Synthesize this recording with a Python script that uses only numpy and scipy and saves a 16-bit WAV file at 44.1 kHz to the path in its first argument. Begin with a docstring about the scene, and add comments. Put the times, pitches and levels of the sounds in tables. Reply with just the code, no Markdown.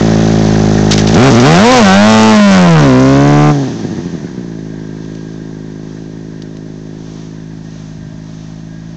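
"""First you hear a four-cylinder sport motorcycle idling close by, over a faint murmur of traffic.
It clunks into gear, revs twice and pulls away down an open road. Then the throttle shuts, the engine
sinks to idle in uneven surges and the bike rolls on into the distance.
Each firing of a cylinder sends a pulse of gas that makes the exhaust pipe ring, while the engine's
moving parts hiss, clatter and whine. Close up, the exhaust overloads the microphone into a rasp."""
import sys
import numpy as np
from scipy import signal
from scipy.fft import rfft, irfft
from scipy.io import wavfile
from scipy.ndimage import uniform_filter1d

SR = 44100
rng = np.random.default_rng(int(sys.argv[2]) if len(sys.argv) > 2 else 0)


def output_pcm(signal):
    """Save a mono or channel-first signal as 16-bit PCM at the path in sys.argv[1].

    Samples are clipped to [-1, 1] before scaling.
    """
    pcm = np.clip(np.atleast_2d(signal).T, -1, 1) * 32767
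    wavfile.write(sys.argv[1], SR, np.round(pcm).astype(np.int16))


N = 395136
TIME = np.arange(N) / SR


def from_db(db):
    """Turn decibels into a number to multiply by."""
    return 10 ** (np.asarray(db) / 20)


def rms_one(x):
    """Scale a signal so that its average strength (rms) is 1."""
    return x / np.sqrt(np.mean(x ** 2) + 1e-20)


def in_time(rows):
    """Join (time, value) points with straight lines."""
    return np.interp(TIME, *np.transpose(rows))


def swells(events):
    """A loudness curve with a smooth rise and fall for each event."""
    return sum(from_db(db) * np.exp(-((TIME - s) / half_length) ** 2) for s, db, half_length in events)


def low_pass(x, hz, order):
    """Dull a sound above hz; a higher order cuts more steeply."""
    return signal.sosfilt(signal.butter(order, min(hz, .45 * SR), fs=SR, output="sos"), x)


def noise(colour):
    """Noise of strength 1; its colour says how strong each frequency is."""
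    hz, db = np.transpose(colour)
    grid_hz = np.maximum(np.arange(N // 2 + 1) * SR / N, 1)
    gain = from_db(np.interp(np.log(grid_hz), np.log(hz), db))
    return rms_one(irfft(rfft(rng.standard_normal(N)) * gain, N))


def wobble(hz):
    """A random wander of strength 1, mostly slower than hz."""
    return rms_one(low_pass(rng.standard_normal(N), hz, order=2))


def resonate(x, tones):
    """Make a sound ring at each tone; narrower tones ring longer."""
    out = np.zeros(N)
    for hz, width, db in tones:
        r = np.exp(-np.pi * width / SR)
        poles = [1, -2 * r * np.cos(2 * np.pi * hz / SR), r * r]
        out += from_db(db) * (1 - r * r) / 2 * signal.lfilter([1, 0, -1], poles, x + 1e-18)
    return out


# colour of far traffic: (frequency [Hz], relative level [dB])
TRAFFIC_COLOUR = [(40, 2.5), (100, -1.5), (300, 5.5), (500, -21), (620, 5), (760, -12), (1100, -24),
                  (2500, -27)]

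def traffic():
    """Far traffic blends into a steady murmur."""
    return from_db(-41) * noise(TRAFFIC_COLOUR)


# colour of hiss, for both grass and engine: (frequency [Hz], relative level [dB])
HISS_COLOUR = [(100, 2), (400, 4), (800, 0.5), (1250, -2), (1800, -14.5), (2300, -6), (2900, -7),
               (3450, -3.5), (4700, -5.5), (5400, -5), (6200, -1.5), (8000, -16.5)]
# soft rustles nearby: (time [s], level [dB], half length [s])
RUSTLES = [(5.15, -51, .25), (5.95, -52, .12), (7.15, -43.5, 0.16), (7.8, -46, 0.15), (8.4, -47.5, 0.19),
           (8.9, -58, 0.072)]

def grass():
    """Air in the grass makes a faint hiss with a few rustles."""
    return (from_db(-48.5) + swells(RUSTLES)) * noise(HISS_COLOUR)


# a puff of wind: (time [s], level [dB], half length [s])
GUST = [(8.08, -34, .11)]
# colour of the wind: (frequency [Hz], relative level [dB])
WIND_COLOUR = [(25, -26), (60, -1), (110, 4.5), (220, -6), (500, -42), (2000, -76)]

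def wind():
    """Wind on the microphone makes a short, low rumble."""
    return swells(GUST) * noise(WIND_COLOUR)


# small clicks at the roadside: (time [s], level [dB], fade time [s])
ROADSIDE_CLICKS = [(5.048, -36, 0.005), (5.151, -32.5, 0.0042), (6.421, -27.5, 0.0045),
                   (6.569, -33, 0.0035)]
# clunks as first gear goes in: (time [s], level [dB], fade time [s])
GEAR_CLUNKS = [(.909, -2.5, 0.012), (.919, -6.5, 0.022), (.979, -7, 0.018), (1.072, -13, 0.033),
               (1.091, -30, 0.01), (1.143, -10, 0.013)]
# colour of both: (frequency [Hz], relative level [dB])
HIT_COLOUR = [(300, -20), (1200, -4.5), (2800, 0.5), (4500, 1), (6200, 1), (8000, -8)]

def hard_hits(events):
    """Hard things strike each other with a bright burst that dies quickly."""
    loudness = np.zeros(N)
    for s, db, fade_s in events:
        start = round(s * SR)
        loudness[start:] += from_db(db) * np.exp(-np.minimum(TIME[:N - start] / fade_s, 20))
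    return loudness * noise(HIT_COLOUR)


# how fast the engine runs: (time [s], speed [firings per s])
ENGINE_SPEED = [(0.0, 55.2), (0.85, 52.1), (1.1, 53.2), (1.12, 57.1), (1.2, 119.0), (1.27, 140.2),
                (1.35, 109.6), (1.39, 123.2), (1.42, 118.6), (1.47, 148.4), (1.57, 178.4), (1.65, 232.7),
                (1.72, 262.0), (1.77, 249.3), (1.85, 194.3), (1.9, 186.9), (2.09, 219.3), (2.29, 219.2),
                (2.44, 203.7), (2.72, 164.0), (2.92, 125.9), (3.27, 143.8), (3.49, 149.5), (3.62, 135.2),
                (3.74, 114.5), (4.39, 59.9), (4.49, 55.3), (4.64, 53.1), (8.24, 52.7), (8.96, 54.4)]
# two quick revs, pulling away, easing, a second push, then shut: (time [s], opening [0-1])
THROTTLE = [(1.11, 0), (1.17, .4), (1.279, 0.98), (1.303, 0), (1.386, 0.53), (1.406, 0), (1.46, 0.86),
            (1.72, 0.2), (2.201, 1), (2.702, 1), (2.95, 0.71), (3.508, 0.83), (3.528, 0)]
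# how far away the bike is: (time [s], distance [m])
DISTANCE = [(1.7, 0.98), (2.301, 3.16), (3.001, 5.25), (3.601, 12.1), (4.502, 12.3), (6.3, 18.8), (8.1, 23)]
IDLE_HZ = 53

def riding():
    """The ride: engine speed in octaves above idle, throttle opening, and doublings of distance."""
    octaves = np.log2(in_time(ENGINE_SPEED) / IDLE_HZ)
    metres = in_time(DISTANCE)
    return octaves, in_time(THROTTLE), np.log2(metres / metres[0])


def crank(ride):
    """Count the firings so far; the flywheel smooths speed changes, and the idle wanders a little."""
    octaves, _, _ = ride
    speed = uniform_filter1d(in_time(ENGINE_SPEED), size=900, mode="nearest")
    wander = .004 * wobble(hz=2.003) * np.clip(1 - octaves, 0, 1)
    return np.cumsum(speed * (1 + wander)) / SR + .5


def part_db(levels, ride):
    """A part of the bike gets louder with speed and throttle, and quieter with distance."""
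    idle_db, speed_db, throttle_db, distance_db = levels
    octaves, throttle, doublings = ride
    return idle_db + speed_db * octaves + throttle_db * throttle - distance_db * doublings


# loudness of the hiss and of the clatter: (level at idle close by [dB], rise per octave of speed [dB],
# rise at full throttle [dB], drop per doubling of distance [dB])
HISS_LEVELS = (-22, 10.5, 8, 6)
CLATTER_LEVELS = (-26, 7, 5, 5)
# ringing tones of the engine cases: (pitch [Hz], width [Hz], relative level [dB])
CASE_TONES = [(920, 250, -3.5), (1642, 200, -1), (1823, 55, 0)]

def machinery(puff, ride):
    """Valves, chain and gas hiss, and valve knocks ring the cases; both throb with the firings."""
    hiss = rms_one(noise(HISS_COLOUR) * (1 + 0.16 * puff))
    hardness = from_db(1.5 * wobble(hz=35))   # no two knocks are equally hard
    knocks = rng.standard_normal(N) * (1 + 0.36 * puff) * hardness
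    clatter = rms_one(low_pass(resonate(knocks, CASE_TONES), 1850, order=4))
    return from_db(part_db(HISS_LEVELS, ride)) * hiss + from_db(part_db(CLATTER_LEVELS, ride)) * clatter


# the whine comes and goes at idle: (time [s], level [dB], half length [s])
WHINES = [(.4, -59, 1), (5.1, -46.5, 0.76), (6.3, -52, 0.38), (8.05, -51, 0.13), (8.75, -45.5, 0.061)]

def gear_whine(fired):
    """Gear teeth meet in step with the engine and sing a thin, wavering note."""
    teeth_per_firing = 30.25
    waver = 1 + 0.16 * wobble(hz=13)
    return swells(WHINES) * np.sin(2 * np.pi * teeth_per_firing * fired) * waver


def burning(ride):
    """Fuel burns smoothly under load, but misfires as a starved engine runs down."""
    octaves, throttle, _ = ride
    starved = np.clip(1 - throttle / .4, 0, 1)
    misfire = starved * np.exp(-((octaves - .74) / .57) ** 6)   # only part-way down to idle
    roughness = .05 * (1 - starved) + .08 * starved + .8 * misfire
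    return roughness, misfire


# the four cylinders in firing order: (extra strength [share of uneven_db])
CYLINDERS = [0.48, 0.06, 0.52, -0.05]

def firing_pulses(fired, throttle, roughness):
    """One pulse per firing; the cylinders differ, and rough burns stray in strength and timing."""
    starts = np.flatnonzero(np.diff(np.floor(fired)))
    size_stray, time_stray = rng.standard_normal((len(starts), 2)).T * roughness[starts]
    uneven_db = 4.05 + 5.5 * throttle[starts]
    size = from_db(uneven_db * np.resize(CYLINDERS, len(starts)) - 1.5 * size_stray)
    position = np.interp(np.floor(fired[starts + 1]) + 0.099 * time_stray, fired, np.arange(N))
    # each pulse is shared between the two nearest samples
    sample, fraction = np.minimum(position.astype(int), N - 2), position % 1
    pulses = np.zeros(N)
    pulses[sample] += size * (1 - fraction)
    pulses[sample + 1] += size * fraction
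    return pulses


def turning(pipe, at_s, half_length_s):
    """Far off the bike turns round, and its own body muffles the pipe."""
    away = .5 + .5 * np.tanh((TIME - at_s) / half_length_s)
    muffled = signal.sosfiltfilt(signal.butter(2, 270, fs=SR, output="sos"), pipe)
    return (1 - away) * pipe + away * muffled


MIC_HEIGHT_M, PIPE_HEIGHT_M, SOUND_M_PER_S = 1.355, 0.4157, 343

def road_echo(pipe):
    """Sound bounces off the road; the echo follows more closely as the bike leaves."""
    metres = in_time(DISTANCE)
    direct_m = np.hypot(metres, MIC_HEIGHT_M - PIPE_HEIGHT_M)
    bounced_m = np.hypot(metres, MIC_HEIGHT_M + PIPE_HEIGHT_M)
    delay_s = (bounced_m - direct_m) / SOUND_M_PER_S
    return 0.45 * np.interp(TIME - delay_s, TIME, pipe)


def silencer(x, hz, width_hz):
    """The chambers delay the low part of each pulse, so it swells before it dies."""
    r = np.exp(-np.pi * width_hz / SR)
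    poles = [1, -2 * r * np.cos(2 * np.pi * hz / SR), r * r]
    return signal.lfilter(poles[::-1], poles, x + 1e-18)


# low boom of pipe and silencer:
# (pitch [Hz], width [Hz], relative level [dB], change per doubling of distance [dB])
BOOM_TONES = [(54.2, 15, -2.5, -0.3), (109.5, 12, 4, -4.6), (171.1, 40, 9, 0.9), (213.3, 55.3, 14, -3),
              (260.4, 51, -1.5, 1.77), (329.4, 34, -4.5, 2.67)]
# higher bark of the pipe: (pitch [Hz], width [Hz], relative level [dB])
BARK_TONES = [(498.2, 21, -9), (636, 136, -5), (742.4, 72, -1.5), (1018, 44, -29.5), (1397, 410, -12)]
# loudness of the bark next to the boom: same columns as HISS_LEVELS
BARK_LEVELS = (-15.5, 10.5, 5, 0.6)

def ringing_pipe(pulses, puff, ride):
    """Gas pulses ring the pipe; speed and throttle wake the bark, and distance recolours the boom."""
    _, _, doublings = ride
    gas = pulses + from_db(-48.5) * puff * rng.standard_normal(N)   # swirling gas adds a little noise
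    boom = sum(from_db(change_db * doublings) * resonate(gas, [tone]) for *tone, change_db in BOOM_TONES)
    boom = silencer(low_pass(boom, 391.7, order=4), hz=171.5, width_hz=130)
    bark = low_pass(resonate(gas, BARK_TONES), 1187, order=4)
    return boom + from_db(part_db(BARK_LEVELS, ride)) * bark


# loudness of the exhaust: same columns as HISS_LEVELS
EXHAUST_LEVELS = (-3.91, 8.5, 13.5, 5)
# surges after the throttle shuts: (time [s], boost [dB])
SURGES = [(3.85, 7), (3.925, 7), (3.991, 6.5), (4.063, 7), (4.146, 9.5), (4.243, 9.5), (4.386, 6.5)]
SURGE_HALF_LENGTH_S, MISFIRE_DROP_DB = 0.016, 6.5

def exhaust(fired, puff, ride):
    """The bike's main voice: the pipe and its echo, weaker during misfires but with short surges."""
    _, throttle, _ = ride
    roughness, misfire = burning(ride)
    pulses = firing_pulses(fired, throttle, roughness)
    pipe = turning(ringing_pipe(pulses, puff, ride), at_s=7.26, half_length_s=0.51)
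    heard = pipe + road_echo(pipe)
    # even out the loudness first, so that level_db alone sets it
    power = uniform_filter1d(uniform_filter1d(heard ** 2, size=2500), size=1700)
    even = heard / np.sqrt(np.abs(power) + 1e-20)
    surge_db = sum(db * np.exp(-((TIME - s) / SURGE_HALF_LENGTH_S) ** 2) for s, db in SURGES)
    level_db = part_db(EXHAUST_LEVELS, ride) - MISFIRE_DROP_DB * misfire + surge_db
    return from_db(level_db) * even


def scene():
    """The bike and the roadside around it, in one channel."""
    ride = riding()
    fired = crank(ride)
    puff = np.exp(-4.0 * (fired % 1))   # gas rushes out as each valve opens, then ebbs
    bike = exhaust(fired, puff, ride) + machinery(puff, ride) + gear_whine(fired) + hard_hits(GEAR_CLUNKS)
    roadside = grass() + traffic() + hard_hits(ROADSIDE_CLICKS) + wind()
    return (bike + roadside)[None]


def record(dry):
    """The overloaded microphone flattens loud peaks into a rasp, and the highest treble is cut."""
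    rasp = np.clip(dry, -0.62, 0.62)
    gentle_cut = signal.butter(5, 7700, fs=SR, output="sos")
    steep_cut = signal.cheby2(8, 24, 9000, fs=SR, output="sos")
    dulled = signal.sosfiltfilt(np.vstack([gentle_cut, steep_cut]), rasp)
    # the filters overshoot, and flattening those peaks again adds a faint sizzle
    sizzling = np.clip(dulled, -0.704, 0.704)
    return low_pass(sizzling, 15800, order=16)


dry = scene()
out = record(dry)
output_pcm(out)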